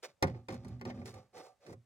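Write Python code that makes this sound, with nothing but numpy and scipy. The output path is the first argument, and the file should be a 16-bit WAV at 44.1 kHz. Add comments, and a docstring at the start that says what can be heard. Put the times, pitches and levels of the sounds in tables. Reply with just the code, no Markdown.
"""Moving about in a small aluminium boat

Someone shifts gear on a quiet river. One hard knock and a string of lighter ones ring decaying hull and panel
modes over noise bursts. The hull rumbles as wandering tones plus noise under the shifting load.
Boots and gear scuff: tiny random slips through floor resonances, grit and hiss. Open air, hardly any echo."""
import sys
import numpy as np
from scipy import signal
from scipy.fft import rfft, irfft
from scipy.io import wavfile
from scipy.ndimage import uniform_filter1d

SR = 44100
rng = np.random.default_rng(int(sys.argv[2]) if len(sys.argv) > 2 else 0)


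def to_wav(sig):
    """Store sig (one row per channel, or 1-D mono) as 16-bit WAV at the path in sys.argv[1].

    Samples outside -1..1 are clipped; the rate is SR.
    """
    pcm = np.clip(np.atleast_2d(sig), -1, 1) * 32767
    pcm = np.round(pcm).astype(np.int16)
    wavfile.write(sys.argv[1], SR, pcm.T)  # frames by channels


N = 81585
TIME_S = np.arange(N) / SR
BINS_HZ = np.linspace(0, SR / 2, N + 1)   # bins of an FFT padded to 2 N


def from_db(db):
    """Decibels to amplitude gain."""
    return 10 ** (np.asarray(db) / 20)


def rms_one(x):
    """Scale to rms 1."""
    return x / np.sqrt(np.mean(x ** 2) + 1e-20)


def at_hz(points, hz):
    """Read a table on a log-frequency axis."""
    table_hz, value = np.transpose(points)
    return np.interp(np.log(hz + 1e-9), np.log(table_hz), value)


def colour(x, spectrum):
    """Filter x to a spectrum, 12 dB per octave down below its first point; rms 1."""
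    below = np.minimum(1, BINS_HZ / spectrum[0][0]) ** 2
    gain = below * from_db(at_hz(spectrum, BINS_HZ))
    return rms_one(irfft(rfft(x, 2 * N) * gain)[..., :N])


def resonate(x, resonances):
    """Parallel steep resonances; rms 1."""
    out = 0
    for hz, width_hz, db in resonances:
        edges_hz = [max(hz - width_hz / 2, 20), hz + width_hz / 2]
        band = signal.butter(2, edges_hz, "band", fs=SR, output="sos")
        out = out + from_db(db) * signal.sosfilt(band, x)
    return rms_one(out)


def steady(x, size):
    """Even out the level of x over size samples."""
    return x / np.sqrt(np.abs(uniform_filter1d(x * x, size)) + 1e-3)


def ports(x, phase):
    """Sound reaches the two microphone ports with a phase difference."""
    lead_rad = np.interp(BINS_HZ, *np.transpose(phase))
    turn = np.exp(.5j * lead_rad * np.array([[1], [-1]]))
    return irfft(rfft(x, 2 * N) * turn)[:, :N]


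# far river and air: hz, level_db_per_hz (relative)
AIR_SPECTRUM = [(25, -2.5), (100, 2), (250, -9.5), (550, -4.5), (1000, -11), (2000, -14.5), (4000, -19),
                (8000, -20), (15000, -33.5)]
AIR_DB = -80.5


def air():
    """Faint hush of the river bank: coloured noise, partly shared by the ports."""
    hush = rng.standard_normal(N) + .7 * rng.standard_normal((2, N))
    return from_db(AIR_DB) * colour(hush, AIR_SPECTRUM)


# hull level under the shifting load: time_s, deep_boom_db, upper_boom_db
RUMBLE_LEVELS = [(0, -90, -99), (.24, -92, -99), (.3, -42.5, -52.5), (.43, -55.5, -66), (.47, -68, -72),
                 (.54, -44.5, -44), (.6, -50.5, -62.5), (.66, -55, -49.5), (.7, -45.5, -58.5),
                 (.775, -45.5, -55.5), (.825, -57, -54), (.875, -47.5, -43), (.94, -53, -51),
                 (.995, -47.5, -45.5), (1.06, -53.5, -54), (1.11, -60.5, -65), (1.17, -52, -63.5),
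                 (1.3, -88, -98), (1.37, -70, -74), (1.43, -92.5, -91.5), (1.62, -94, -95), (1.7, -62, -59),
                 (1.785, -54.5, -71), (1.85, -83.5, -91.5)]
# deep boom, upper boom: pitch_hz, wander_rms_hz, noise_centre_hz, noise_width_hz, noise_db (re tone)
HULL_BOOMS = [(114, 8, 101.5, 60, -6), (242.3, 5, 195, 70, -4)]
WANDER_CUTOFF_HZ = 14


def rumble():
    """The shifting load keeps two hull resonances going; their pitch wanders as the sheet flexes."""
    time_s, *levels_db = np.transpose(RUMBLE_LEVELS)
    slow = signal.butter(2, WANDER_CUTOFF_HZ, fs=SR, output="sos")
    out = 0
    for level_db, (hz, wander_hz, noise_hz, width_hz, noise_db) in zip(levels_db, HULL_BOOMS):
        flex = rms_one(signal.sosfilt(slow, rng.standard_normal(N)))
        cycles = np.cumsum(hz + wander_hz * flex) / SR
        tone = np.sqrt(2) * np.sin(2 * np.pi * cycles)
        noise = resonate(rng.standard_normal(N), [(noise_hz, width_hz, 0)])
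        boom = rms_one(tone + from_db(noise_db) * steady(noise, size=1500))
        out = out + from_db(np.interp(TIME_S, time_s, level_db)) * boom
    return out


SLIPS_PER_S, SLIP_SPREAD_DB = 2500, 3   # mean rate; scale of the exponential spread


def slips():
    """Dense tiny slips of uneven size and random sign."""
    size_db = SLIP_SPREAD_DB * np.minimum(rng.exponential(1, N), 4)
    sizes = from_db(size_db) * rng.choice([-1, 1], N)
    return sizes * (rng.random(N) < SLIPS_PER_S / SR)


# boots and gear: start_s, rise_s, hold_s, fall_60db_s, dull_body_db, hollow_db, hollow_hz,
# upper_hollow_db, grit_db, hiss_db
SCUFF_STROKES = [(.025, .012, .018, 0.06, -88, -49, 491, -58, -48, -55),
                 (.06, 0.014, .028, .12, -73, -68, 555, -80, -69, -81),
                 (0.258, 0.019, .02, 0.15, -48.5, -51.5, 535, -56, -60.5, -90),
                 (0.324, .025, 0.022, 0.24, -59, -61.5, 518, -62, -71.5, -97),
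                 (.483, 0.0069, 0.051, 0.2, -52.5, -50.5, 520, -55.5, -59, -75),
                 (0.564, 0.093, 0.066, 0.36, -61, -66.5, 539, -67, -70, -85),
                 (0.849, 0.019, 0.039, 0.12, -53.5, -51.5, 516, -58, -60, -87),
                 (0.932, 0.013, 0.072, 0.35, -56.5, -59.5, 548, -64.5, -70, -81.5),
                 (1.05, 0.0073, 0.024, 0.23, -65, -55, 440, -64.5, -57.5, -60),
                 (1.125, 0.019, 0.043, 0.23, -71.5, -59, 518, -61, -66.5, -77),
                 (1.327, .04, 0.041, 0.13, -65, -53, 488, -56.5, -60, -67.5),
                 (1.409, 0.034, 0.027, 0.13, -83, -60.5, 505, -62, -66.5, -69),
                 (1.459, .03, 0.027, 0.13, -89, -70.5, 568, -65, -81, -84),
                 (1.596, 0.047, 0.035, 0.1, -84, -63, 560, -83, -70.5, -80.5),
                 (1.65, 0.041, 0.047, 0.04, -55, -56.5, 470, -74, -69.5, -71.5)]
# floor resonances: pitch_hz, width_hz, level_db (relative)
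DULL_FLOOR = [(180, 89, -2.5), (319.2, 100, -0.5)]
UPPER_FLOOR = [(756.5, 50, 0), (850, 60, -4.5), (1188, 120, -13)]
HOLLOW_WIDTH_HZ, HOLLOW_SKIRT_HZ, HOLLOW_SKIRT_DB = 50, 218, -6.5   # narrow resonance on a wider one
# friction spectra: hz, level_db_per_hz (relative)
GRIT_SPECTRUM = [(300, -13.5), (700, -7), (1100, 3), (1500, 1), (2100, -0.5), (2800, -6), (4200, -4),
                 (6300, -9.5), (9000, -24.5), (15000, -26.5)]
HISS_SPECTRUM = [(2000, -31), (4500, 1.5), (6500, -1), (10000, -8.5), (15000, -14)]
# left port ahead of right: hz, lead_rad
SCUFF_LEAD = [(0, 0), (600, 0.48), (850, 0.87), (1200, 0.5), (1700, -1.4), (2400, 0), (3400, 1),
              (5200, 4.5), (7000, 5), (10000, 7), (16000, 12.5)]


def scuffs():
    """Each stroke rises, holds and dies; its slips sound the hollow floor, grit and a hiss of cloth."""
    power, hollows, friction = np.zeros((4, N)), 0, slips()
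    for start_s, rise_s, hold_s, fall_s, dull_db, hollow_db, hollow_hz, *upper_db in SCUFF_STROKES:
        rise = np.clip((TIME_S - start_s) / rise_s, 0, 1)
        falling_s = np.maximum(TIME_S - start_s - rise_s - hold_s, 0)
        stroke = rise * from_db(-60 * falling_s / fall_s)
        power += np.outer(from_db([dull_db, *upper_db]), stroke) ** 2
        core = (hollow_hz, HOLLOW_WIDTH_HZ, 0)
        skirt = (hollow_hz, HOLLOW_SKIRT_HZ, HOLLOW_SKIRT_DB)
        hollow = steady(resonate(friction, [core, skirt]), size=900)
        hollows = hollows + from_db(hollow_db) * stroke * hollow
    floor = [steady(resonate(slips(), group), size=900) for group in (DULL_FLOOR, UPPER_FLOOR)]
    layers = floor + [colour(slips(), GRIT_SPECTRUM), colour(slips(), HISS_SPECTRUM)]
    rubbed = (np.sqrt(power) * layers).sum(axis=0)
    return ports(hollows + rubbed, SCUFF_LEAD)


def ring(clicks, hz, t60_s):
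    """A unit click sets a decaying sine of starting height 1 ringing."""
    r = from_db(-60 / (t60_s * SR))
    w = 2 * np.pi * hz / SR
    return signal.lfilter([0, np.sin(w)], [1, -2 * r * np.cos(w), r * r], clicks + 1e-18)


def struck(modes, start_s, level_db, spread_db):
    """Every blow strikes each mode with a strength of its own; modes alternate in sign."""
    out, chance = 0, rng.standard_normal((len(start_s), len(modes)))
    for k, (hz, mode_db, t60_s) in enumerate(modes):
        clicks = np.zeros(N)
        clicks[(start_s * SR).astype(int)] = from_db(level_db + mode_db + spread_db * chance[:, k])
        out = out + (-1) ** k * ring(clicks, hz, t60_s)
    return out


def dying(power, t60_s):
    """Each impulse of power decays by 60 dB in t60_s."""
    return signal.lfilter([1], [1, -from_db(-120 / (t60_s * SR))], power + 1e-18)


# decay of the crowded modes: hz, t60_s
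CLATTER_DECAY = [(200, 0.082), (1000, 0.076), (3000, 0.055), (8000, 0.044), (15000, 0.043)]
# loose gear trembles on after a knock, dully
RATTLE_DB, RATTLE_T60_S, RATTLE_TOP_HZ = -20, 0.27, 1700


def clatter(spectrum, start_s, level_db, pan_db, top_hz):
    """Crowded modes: a burst that dies faster in the treble, then a faint rattle; soft contacts lack the top."""
    edges_hz = np.geomspace(100, 17000, 11)
    noise = steady(rng.standard_normal(N), size=64)
    whole = rfft(colour(noise, spectrum), 2 * N)
    blow_power = from_db(level_db + np.outer([.5, -.5], pan_db)) ** 2
    out = 0
    for low_hz, high_hz in zip(edges_hz, edges_hz[1:]):
        centre_hz = np.sqrt(low_hz * high_hz)
        blows = np.zeros((2, N))
        blows[:, (start_s * SR).astype(int)] = blow_power / (1 + (centre_hz / top_hz) ** 3)
        burst = dying(blows, at_hz(CLATTER_DECAY, centre_hz))
        rattle = from_db(2 * RATTLE_DB) * dying(blows, RATTLE_T60_S)
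        rattle = rattle / (1 + (centre_hz / RATTLE_TOP_HZ) ** 2)
        band = irfft(whole * (BINS_HZ >= low_hz) * (BINS_HZ < high_hz))[:N]
        out = out + band * np.sqrt(burst + rattle)
    return out


# blows: start_s, hull_db, panel_db (before PANEL_TRIM_DB), clack_db, clack_top_hz, tick_db,
# pan_db (clack and tick, left over right)
KNOCK_BLOWS = [(0.2258, -26, -20.5, -24.5, 6000, -39, 0.5), (0.238, -29, -32.5, -40, 1500, -58, 2),
               (0.272, -47, -48, -48, 3000, -62, 2), (0.280, -54.5, -45.5, -45, 2510, -74, -1),
               (0.346, -54, -50.5, -56, 1500, -90, 0), (0.485, -50, -38, -40.5, 4050, -54.5, 1),
               (0.505, -51, -50.5, -50, 4010, -63, 1.5), (0.525, -47, -45, -52, 2000, -58, -1),
               (0.542, -42.5, -48.5, -54, 2490, -57.5, 0), (0.647, -47, -49.5, -56, 1500, -61.5, 0),
               (0.682, -42.5, -61, -69, 5000, -61, 2), (0.796, -59, -71, -64.5, 4000, -80, 1),
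               (0.813, -49, -45, -44.5, 3530, -71, 2.5), (0.852, -44, -41.5, -45, 5950, -61, 2.5),
               (0.883, -52, -48.5, -57, 2000, -77, 2), (0.902, -51, -46.5, -42, 2340, -80, 4.5),
               (0.973, -43.5, -54, -55, 900, -85, 0), (1.016, -60, -48.5, -50.5, 900, -85, -6),
               (1.057, -54, -53.5, -54, 7050, -54.5, 4), (1.078, -55.5, -51, -54, 5000, -60, 4),
               (1.141, -54.5, -55.5, -57, 3000, -59, 0), (1.170, -55, -58.5, -56, 1190, -78, -4),
               (1.379, -69, -55.5, -54, 5000, -58, -2), (1.665, -68, -57, -54.5, 5030, -68, -5),
               (1.695, -51, -51.5, -44, 396, -77.5, -6), (1.728, -59, -49.5, -52, 1010, -65, -3)]
# low hull modes, then floor and side panel modes: pitch_hz, level_db (relative), t60_s
HULL_MODES = [(81, -9.5, .12), (94.8, -3.5, 0.21), (124.15, -2.5, .45), (137.5, -8, 0.27),
              (152.7, -4.5, 0.24), (176, -6.5, 0.18), (197.3, -1.5, .33), (243.7, -8.5, 0.25),
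              (264, -5, .25)]
PANEL_MODES = [(299.5, -7, .13), (345, -6.5, .1), (370.8, -1, 0.15), (398.4, -6.5, .13), (519.7, -4, .14),
               (540, -5.5, .15), (567, -10, .18), (720.6, -7.5, .1), (749, -11, .12), (810.7, -6, .09),
               (900, -9, 0.092), (1052.4, -9, .11), (1200, -12.5, .13), (1410, -11, .08), (1470, -10, 0.1),
               (1935, -13, .06), (2215, -10.5, .07), (2420, -13, .05), (2670, -14, .07)]
HULL_PUSH_S, HULL_SPREAD_DB, PANEL_SPREAD_DB, PANEL_TRIM_DB = 0.0029, 2, 2.5, -5
SHEET_MODE_DB, SHEET_T60_S = -16.5, .03   # small sheet-metal modes under the clack
# contact spectra: hz, level_db_per_hz (relative)
CLACK_SPECTRUM = [(150, -5.5), (360, 6), (520, 3.5), (660, -5.5), (850, -0.5), (1250, -4), (1500, 0.5),
                  (2100, -0.5), (2600, -3.5), (3300, -11.5), (5200, -6), (7500, -16), (15000, -34)]
TICK_SPECTRUM = [(1500, -27.5), (4000, -1.5), (6500, -2.5), (10000, -5.5), (15000, -22)]
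# left port ahead of right: hz, lead_rad
KNOCK_LEAD = [(0, 0.5), (330, 0), (550, -1.2), (720, 0.9), (950, 0), (1400, 3.5), (2000, 5), (2800, 2.05),
              (4100, 0.5), (5300, -2.5), (7300, -7.5), (11000, -8), (16000, -4.5)]


def knocks():
    """A blow pushes the hull softly, rings the panels and the thin sheet, and clacks at the contact."""
    start_s, hull_db, panel_db, clack_db, top_hz, tick_db, pan_db = np.transpose(KNOCK_BLOWS)
    soft = np.exp(-1 / (HULL_PUSH_S * SR))
    hull = struck(HULL_MODES, start_s, hull_db, HULL_SPREAD_DB)
    hull = signal.lfilter([2 * (1 - soft)], [1, -soft], hull)
    panels = from_db(PANEL_TRIM_DB) * struck(PANEL_MODES, start_s, panel_db, PANEL_SPREAD_DB)
    sheet_hz = np.geomspace(2400, 7000, 9) * rng.uniform(.96, 1.04, size=9)
    sheet_modes = [(hz, SHEET_MODE_DB, SHEET_T60_S) for hz in sheet_hz]
    sheet_db = clack_db + 20 * np.log10(top_hz / top_hz.max())   # duller contacts excite less sheet
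    sheet = struck(sheet_modes, start_s, sheet_db, PANEL_SPREAD_DB)
    clack = clatter(CLACK_SPECTRUM, start_s, clack_db, pan_db, top_hz)
    tick = clatter(TICK_SPECTRUM, start_s, tick_db, pan_db, SR)
    return ports(hull + panels + sheet + clack + tick, KNOCK_LEAD)


SCATTER_DB, SCATTER_T60_S, SCATTER_LOW_HZ = -9, .04, 700


def scatter(x):
    """Dense, very short reflections off the boat's sides and gear, different at each port."""
    echoes = rng.standard_normal((2, N)) * from_db(-60 * TIME_S / SCATTER_T60_S)
    echoes /= np.sqrt((echoes ** 2).sum(axis=1, keepdims=True))
    bright = signal.sosfilt(signal.butter(1, SCATTER_LOW_HZ, "high", fs=SR, output="sos"), x)
    return from_db(SCATTER_DB) * signal.fftconvolve(bright, echoes, axes=1)[:, :N]


def scene():
    """Boat sounds, their scatter, and the open air."""
    boat = rumble() + scuffs() + knocks()
    return air() + boat + scatter(boat)


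# microphone balance: hz, left_over_right_db
PORT_BALANCE = [(100, -1.9), (300, 1), (600, -2.5), (1400, 1.5), (2800, 1.5), (5300, -5), (8500, -0.5),
                (13000, 3.5)]
LOW_CUT_HZ, CUTOFF_HZ = 49, 15800


def record(dry):
    """The two ports differ a little in colour; the lowest bass and the top are cut."""
    tilt_db = at_hz(PORT_BALANCE, BINS_HZ)
    gain = from_db(np.outer([.5, -.5], tilt_db))
    heard = irfft(rfft(dry, 2 * N) * gain)[:, :N]
    heard = signal.sosfilt(signal.butter(2, LOW_CUT_HZ, "high", fs=SR, output="sos"), heard)
    return signal.sosfilt(signal.ellip(10, .2, 70, CUTOFF_HZ, fs=SR, output="sos"), heard)


dry = scene()
out = record(dry)
to_wav(out)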